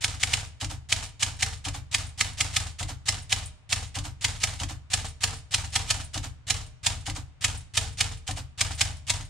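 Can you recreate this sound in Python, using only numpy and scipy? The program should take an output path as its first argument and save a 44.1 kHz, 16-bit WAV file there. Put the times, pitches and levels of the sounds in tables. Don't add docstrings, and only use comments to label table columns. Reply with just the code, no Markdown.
import sys
import numpy as np
from scipy import signal
from scipy.fft import rfft, irfft
from scipy.io import wavfile

SR = 44100
rng = np.random.default_rng(int(sys.argv[2]) if len(sys.argv) > 2 else 0)


def digitize_waveform(pressure):
    field = np.atleast_2d(pressure).T
    bounded = np.clip(field, -1, 1)
    quanta = np.round(bounded * 32767).astype(np.int16)
    wavfile.write(sys.argv[1], SR, quanta)


N = 409688
TIME = np.arange(N) / SR


def undb(db):
    return 10 ** (np.asarray(db) / 20)


def unit(x):
    return x / np.sqrt(np.sum(x ** 2, axis=-1, keepdims=True))


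def fade(t, t60):
    return undb(-60 * t / t60)


def add(track, at, sound):
    start = int(round(at * SR))
    a, b = max(start, 0), min(start + sound.shape[-1], N)
    if b > a:
        track[..., a:b] += sound[..., a - start:b - start]


def convolve(x, response):
    return signal.oaconvolve(np.atleast_2d(x), response, axes=-1)[:, :x.shape[-1]]


def colour(x, points, size=4096):
    hz, db = np.transpose(points)
    bin_hz = np.arange(size // 2 + 1) * SR / size
    gain = undb(np.interp(np.log(bin_hz + 1), np.log(hz), db))
    cepstrum = irfft(np.log(gain))
    cepstrum[1:size // 2] *= 2
    cepstrum[size // 2 + 1:] = 0
    return convolve(x, irfft(np.exp(rfft(cepstrum)))[None])


def ears(mid_side, side_db, split_hz):
    mid, side = mid_side
    treble = signal.sosfilt(signal.butter(2, split_hz, "high", fs=SR, output="sos"), side)
    side = treble + undb(side_db) * np.roll(side - treble, SR // 1000)
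    return np.array([mid + side, mid - side])


def stereo_noise(seconds, side_db, split_hz):
    return ears(rng.standard_normal((2, int(seconds * SR))), side_db, split_hz)


# frequency in Hz, gain in dB.
ROOM_TONE_EQ = [(20, -19.5), (50, -8), (90, -2.5), (130, -5), (200, -28), (400, -28), (1000, -25.5),
                (3000, -33), (9000, -53), (11500, -75.5)]


def room_tone(db=-57):
    air = colour(stereo_noise(N / SR + 1, -2.5, 3000)[:, :N], ROOM_TONE_EQ)
    return undb(db) * air / air.std()


def chatter(db, rise, t60, per_s=9000, spread_db=3):
    t = TIME[:int((rise + t60) * SR)]
    hits = rng.random(SR // 2)[:len(t)] < per_s / SR
    force = rng.standard_normal((2, SR // 2))[:, :len(t)]
    impacts = hits * np.sign(force) * undb(spread_db * np.abs(force))
    envelope = np.minimum(t / rise, 1) * fade(np.maximum(t - rise, 0), t60)
    return undb(db) * impacts / impacts.std() * envelope


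def knock(impacts, body_eq):
    return colour(ears(impacts, -20.5, 1000), body_eq)


def ring(modes, db, detune=.03, scatter_db=3.0, contact_s=0.00072, lag_s=.000015, size=1100):
    t = np.maximum(TIME[:size] - np.array([[lag_s], [0]]), 0)
    tone = 0
    for hz, t60, mode_db in modes:
        pitch, force = rng.standard_normal(2)
        gain = undb(db + mode_db + scatter_db * force)
        tone = tone + gain * np.sin(2 * np.pi * hz * (1 + detune * pitch) * t) * fade(t, t60)
    return tone * (1 - np.exp(-t / contact_s))


# strike time in seconds, platen slap trim in dB, typebar landing trim in dB.
LETTER_CUES = [(.045, -0.5, -0.5), (0.2352, 3.5, 4), (.3383, 2.5, -2), (.926, 3.5, 6), (1.2298, -2, -14),
               (1.429, 0.5, -1), (1.9478, -0.5, -8.5), (2.211, 0.5, -12.5), (2.41, -0.5, -3),
               (2.5674, -0.5, 0.5), (3.089, -3, -4.5), (3.327, 1, -0.5), (3.7282, -2, -0.5),
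               (4.2487, -4, -2), (4.439, -3, 0), (4.9394, -10, 6), (5.24, -3, 2.5), (5.5451, 0, 2),
               (5.76, -6.5, -4), (5.9081, -10.5, 2.5), (6.5053, -22, -5.5), (6.8675, -35, -34),
               (7.447, -4.5, -2.5), (7.7762, -9, -3.5), (8.0102, -1.5, -0.5), (8.613, -0.5, 5),
               (8.8139, -2.5, -8), (9.1023, -19, -3.5)]
# pitch in Hz, 60 dB decay in seconds, level in dB.
GUIDE_MODES = [(2930, 0.00095, -2), (5040, 0.00095, 7), (6550, 0.0026, -2.5)]
PLATEN_MODES = [(906, 0.002, -15), (1700, 0.00082, -22), (2390, 0.0065, 4.5), (3004, 0.0067, 1)]
# frequency in Hz, gain in dB.
CARRIAGE_EQ = [(150, -10.5), (280, -2.5), (380, -17.5), (470, -4.5), (560, -11.5), (770, 1.5), (1000, -5.5),
               (1500, -4.5), (3000, -20.5), (9000, -47)]
KEY_SPRING_EQ = [(100, -60.5), (5000, -31), (7800, -6.5), (8900, 0.5), (9500, 1), (10500, -29)]
# start in seconds, level before EQ in dB.
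JANGLE_CUES = [(1.06, -39), (2.064, -36), (3.219, -38.5), (3.455, -28), (5.08, -35.5), (5.364, -38),
               (6.039, -31), (7.571, -30.5), (8.747, -33)]


def letters(travel_s=.037, step_s=.034, fall_s=.094):
    steel, dull, springs, rings = np.zeros((4, 2, N))
    pushes = np.zeros(N)
    for at, slap_db, land_db in LETTER_CUES:
        steps = sum(cue[0] < at for cue in LETTER_CUES) + sum(press < at for press in SPACE_CUES)
        clash_db = -3.5 + 0.066 * steps
        thump_db = 0.67 + 0.0862 * steps
        touch = at - travel_s - .002 * rng.standard_normal()
        land = at + fall_s + .004 * rng.standard_normal()
        stop = at + step_s + 0.0014 * rng.standard_normal()
        add(pushes, touch, undb([-40 + thump_db]))
        add(steel, touch, chatter(-41, .001, 0.045, per_s=3000))
        add(steel, touch - .002, chatter(-31, 0.023, 0.14, per_s=3300, spread_db=-1))
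        add(dull, at - .024, chatter(-29, 0.036, 0.061))
        add(steel, at - .008, chatter(-15.5 + clash_db, 0.005, 0.022))
        guide, platen = at - .00105, at - .00045
        add(steel, guide, chatter(-10.5 + clash_db, 0.000067, 0.029))
        add(rings, guide, ring(GUIDE_MODES, -.5 + clash_db, scatter_db=.8, lag_s=.00002))
        add(rings, platen, ring(PLATEN_MODES, -6.5 + slap_db, scatter_db=.8, lag_s=.000005))
        add(steel, at + 0.00086, chatter(-14 + clash_db, 0.00012, 0.036, per_s=4000))
        add(pushes, at, undb([-29 + thump_db]))
        add(steel, stop - .002, chatter(-29, 0.0025, 0.064))
        add(steel, stop, chatter(-35.5, 0.022, 0.26, per_s=2200, spread_db=0))
        add(dull, stop, chatter(-27, .004, 0.34))
        add(pushes, at + .051, undb([-38 + thump_db]))
        add(steel, land - .003, chatter(-38.5 + land_db, 0.011, 0.17, per_s=2400, spread_db=5.5))
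        add(dull, land, chatter(-28 + land_db, 0.0011, 0.089))
        add(pushes, land, undb([-35 + thump_db]))
        settle = land + 0.051 + 0.0088 * rng.standard_normal()
        add(steel, settle, chatter(-50.5, .002, 0.12))
        add(springs, settle, chatter(-44 + 2 * rng.standard_normal(), 0.0034, 0.094))
    for at, db in JANGLE_CUES:
        add(springs, at, chatter(db, 0.0049, 0.088))
    return steel, pushes, knock(dull, CARRIAGE_EQ) + knock(springs, KEY_SPRING_EQ) + rings


# frequency in Hz, gain in dB.
STEEL_EQ = [(150, -23.5), (400, -25.5), (750, -2.5), (1050, -9), (1600, -0.5), (2300, 2.5), (3200, 3.5),
            (4500, 2.5), (8500, -1), (9600, -4.5), (11300, -19.5), (14500, -26), (16000, -35)]
# pitch in Hz, 60 dB decay in seconds, relative level in dB.
FRAME_MODES = [(454.2, 0.46, -16), (613, 0.93, -18.5), (658, 0.31, -13), (794, 0.19, -10),
               (961, 0.26, -9.5), (1193, 0.5, -18), (1270, 0.05, -4), (1740, 0.15, -19.5),
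               (1930, 0.12, -23.5), (2060, 0.25, -7.5), (2290, 0.14, -15.5), (3010, 0.18, -6.5),
               (3200, 0.073, -8.5), (5540, 0.045, -5), (6700, 0.022, -2), (8400, .3, -40),
               (8750, 0.21, -16.5)]


def frame(impacts, modes_db=-16, rattle_db=-7, rattle_t60=0.14):
    t = TIME[:SR // 2]
    impacts = ears(impacts, -9, 8200)
    shiver = unit(stereo_noise(.5, -21.5, 5000) * fade(t, rattle_t60))
    body = sum(undb(db) * unit(np.cos(2 * np.pi * hz * t) * fade(t, t60)) for hz, t60, db in FRAME_MODES)
    clicks = colour(impacts, STEEL_EQ)
    rattle = undb(rattle_db) * convolve(clicks, shiver)
    ringing = undb(modes_db) * convolve(impacts, unit(body)[None])
    return clicks + rattle + ringing


# pitch in Hz, 60 dB decay in seconds, level in dB, pan (positive is left).
DESK_MODES = [(32.7, 0.74, -23, .1), (51.5, 0.19, -19, .15), (75.3, 0.39, -3, 0.2), (97.8, 0.16, 6, 0.11),
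              (115.4, 0.17, -8.5, -0.36), (151.2, 0.11, -7, -.4), (232.8, 0.11, -14, 0),
              (283.5, 0.13, -17, 0)]
# frequency in Hz, gain in dB.
BOOM_EQ = [(25, -10.5), (60, 1), (95, 1.5), (130, -3.5), (200, -23), (280, -23.5), (420, -40), (1500, -82)]


def desk(pushes, boom_db=-9, boom_t60=0.6):
    t = TIME[:SR // 2]
    rocking = 0
    for hz, t60, db, pan in DESK_MODES:
        gains = undb(db) * np.array([[1 + pan], [1 - pan]])
        rocking = rocking - gains * np.sin(2 * np.pi * hz * t) * fade(t, t60)
    boom = colour(stereo_noise(.5, -5, 5000), BOOM_EQ)
    boom = unit(boom * (1 - np.exp(-t / 0.032)) * fade(t, boom_t60))
    boom *= undb(boom_db) * np.linalg.norm(rocking[0])
    thump = rocking * (1 - np.exp(-t / 0.01))
    return convolve(pushes, thump + boom)


SPACE_CUES = [.611, 1.651, 2.795, 3.953, 4.6, 6.143, 7.065, 8.277]
# pitch in Hz, 60 dB decay in seconds, level in dB.
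PAWL_MODES = [(3020, 0.046, 0), (3290, 0.011, -7.5)]
BAR_MODES = [(478, 0.016, -14), (773, 0.077, 4), (980, 0.072, -3.5), (1166, 0.036, -2.5)]
# frequency in Hz, gain in dB.
BAR_EQ = [(130, -28.5), (230, -2.5), (305, 11), (390, -31), (520, -5.5), (1200, -7), (9000, -75.5)]
BAR_SPRING_EQ = [(100, -60.5), (11500, -40.5), (12600, -8), (12950, 0.5), (13300, -7.5), (14200, -19.5)]


def space_bar(trim_db=1.33, stop_s=.032, return_s=.085):
    steel, dull, thud, springs, rings = np.zeros((5, 2, N))
    pushes = np.zeros(N)
    for at in SPACE_CUES:
        stop, back = at + stop_s, at + return_s
        add(steel, at - .012, chatter(-38.5 + trim_db, .008, 0.077))
        add(steel, at - .001, chatter(-31 + trim_db, 0.0013, 0.18))
        add(rings, at, ring(PAWL_MODES, -32 + trim_db, detune=0.02, size=3000))
        add(dull, at + 0.00551, chatter(-27 + trim_db, 0.0044, 0.12))
        add(rings, at + .014, ring(BAR_MODES, -39 + trim_db, detune=.033, contact_s=.0013, size=3000))
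        add(thud, at + .014, chatter(-24.5 + trim_db, 0.0098, 0.19))
        add(pushes, at + 0.01173, undb([-29 + trim_db]))
        add(steel, stop, chatter(-28 + trim_db, 0.0023, 0.044))
        add(pushes, stop + 0.0029, undb([-32.5 + trim_db]))
        add(steel, back - .006, chatter(-36 + trim_db, 0.021, 0.16, per_s=3300, spread_db=2))
        add(dull, back + 0.00448, chatter(-30 + trim_db, 0.0072, 0.24))
        add(rings, back + .0092, ring(BAR_MODES, -45 + trim_db, detune=.013, contact_s=.0017, size=3000))
        add(thud, back + .015, chatter(-26.5 + trim_db, 0.0089, 0.089))
        add(springs, back + .015, chatter(-43.5, 0.0037, .17))
        add(pushes, back + 0.044, undb([-35 + trim_db]))
    knocks = knock(dull, CARRIAGE_EQ) + knock(thud, BAR_EQ) + knock(springs, BAR_SPRING_EQ)
    return steel, pushes, knocks + rings


def room(x, wet_db=-17, t60=0.5, dull_hz=7000):
    t = TIME[:SR // 2]
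    onset = np.clip((t - .004) / 0.015, 0, 1)
    tail = unit(stereo_noise(.5, -14, 1500) * fade(t, t60) * onset)
    tail = signal.sosfilt(signal.butter(1, dull_hz, fs=SR, output="sos"), tail)
    return x + undb(wet_db) * convolve(x, tail)


def scene():
    steel, pushes, knocks = (a + b for a, b in zip(letters(), space_bar()))
    clatter = frame(steel) * undb([[-.5], [.5]])
    return room(clatter + knocks) + desk(pushes) + room_tone()


def record(dry, ceiling=0.74, top_hz=15600):
    tight = signal.sosfilt(signal.butter(1, 12, "high", fs=SR, output="sos"), dry)
    rounded = ceiling * np.tanh(tight / ceiling)
    return signal.sosfilt(signal.ellip(10, .2, 80, top_hz, fs=SR, output="sos"), rounded)


dry = scene()
out = record(dry)
digitize_waveform(out)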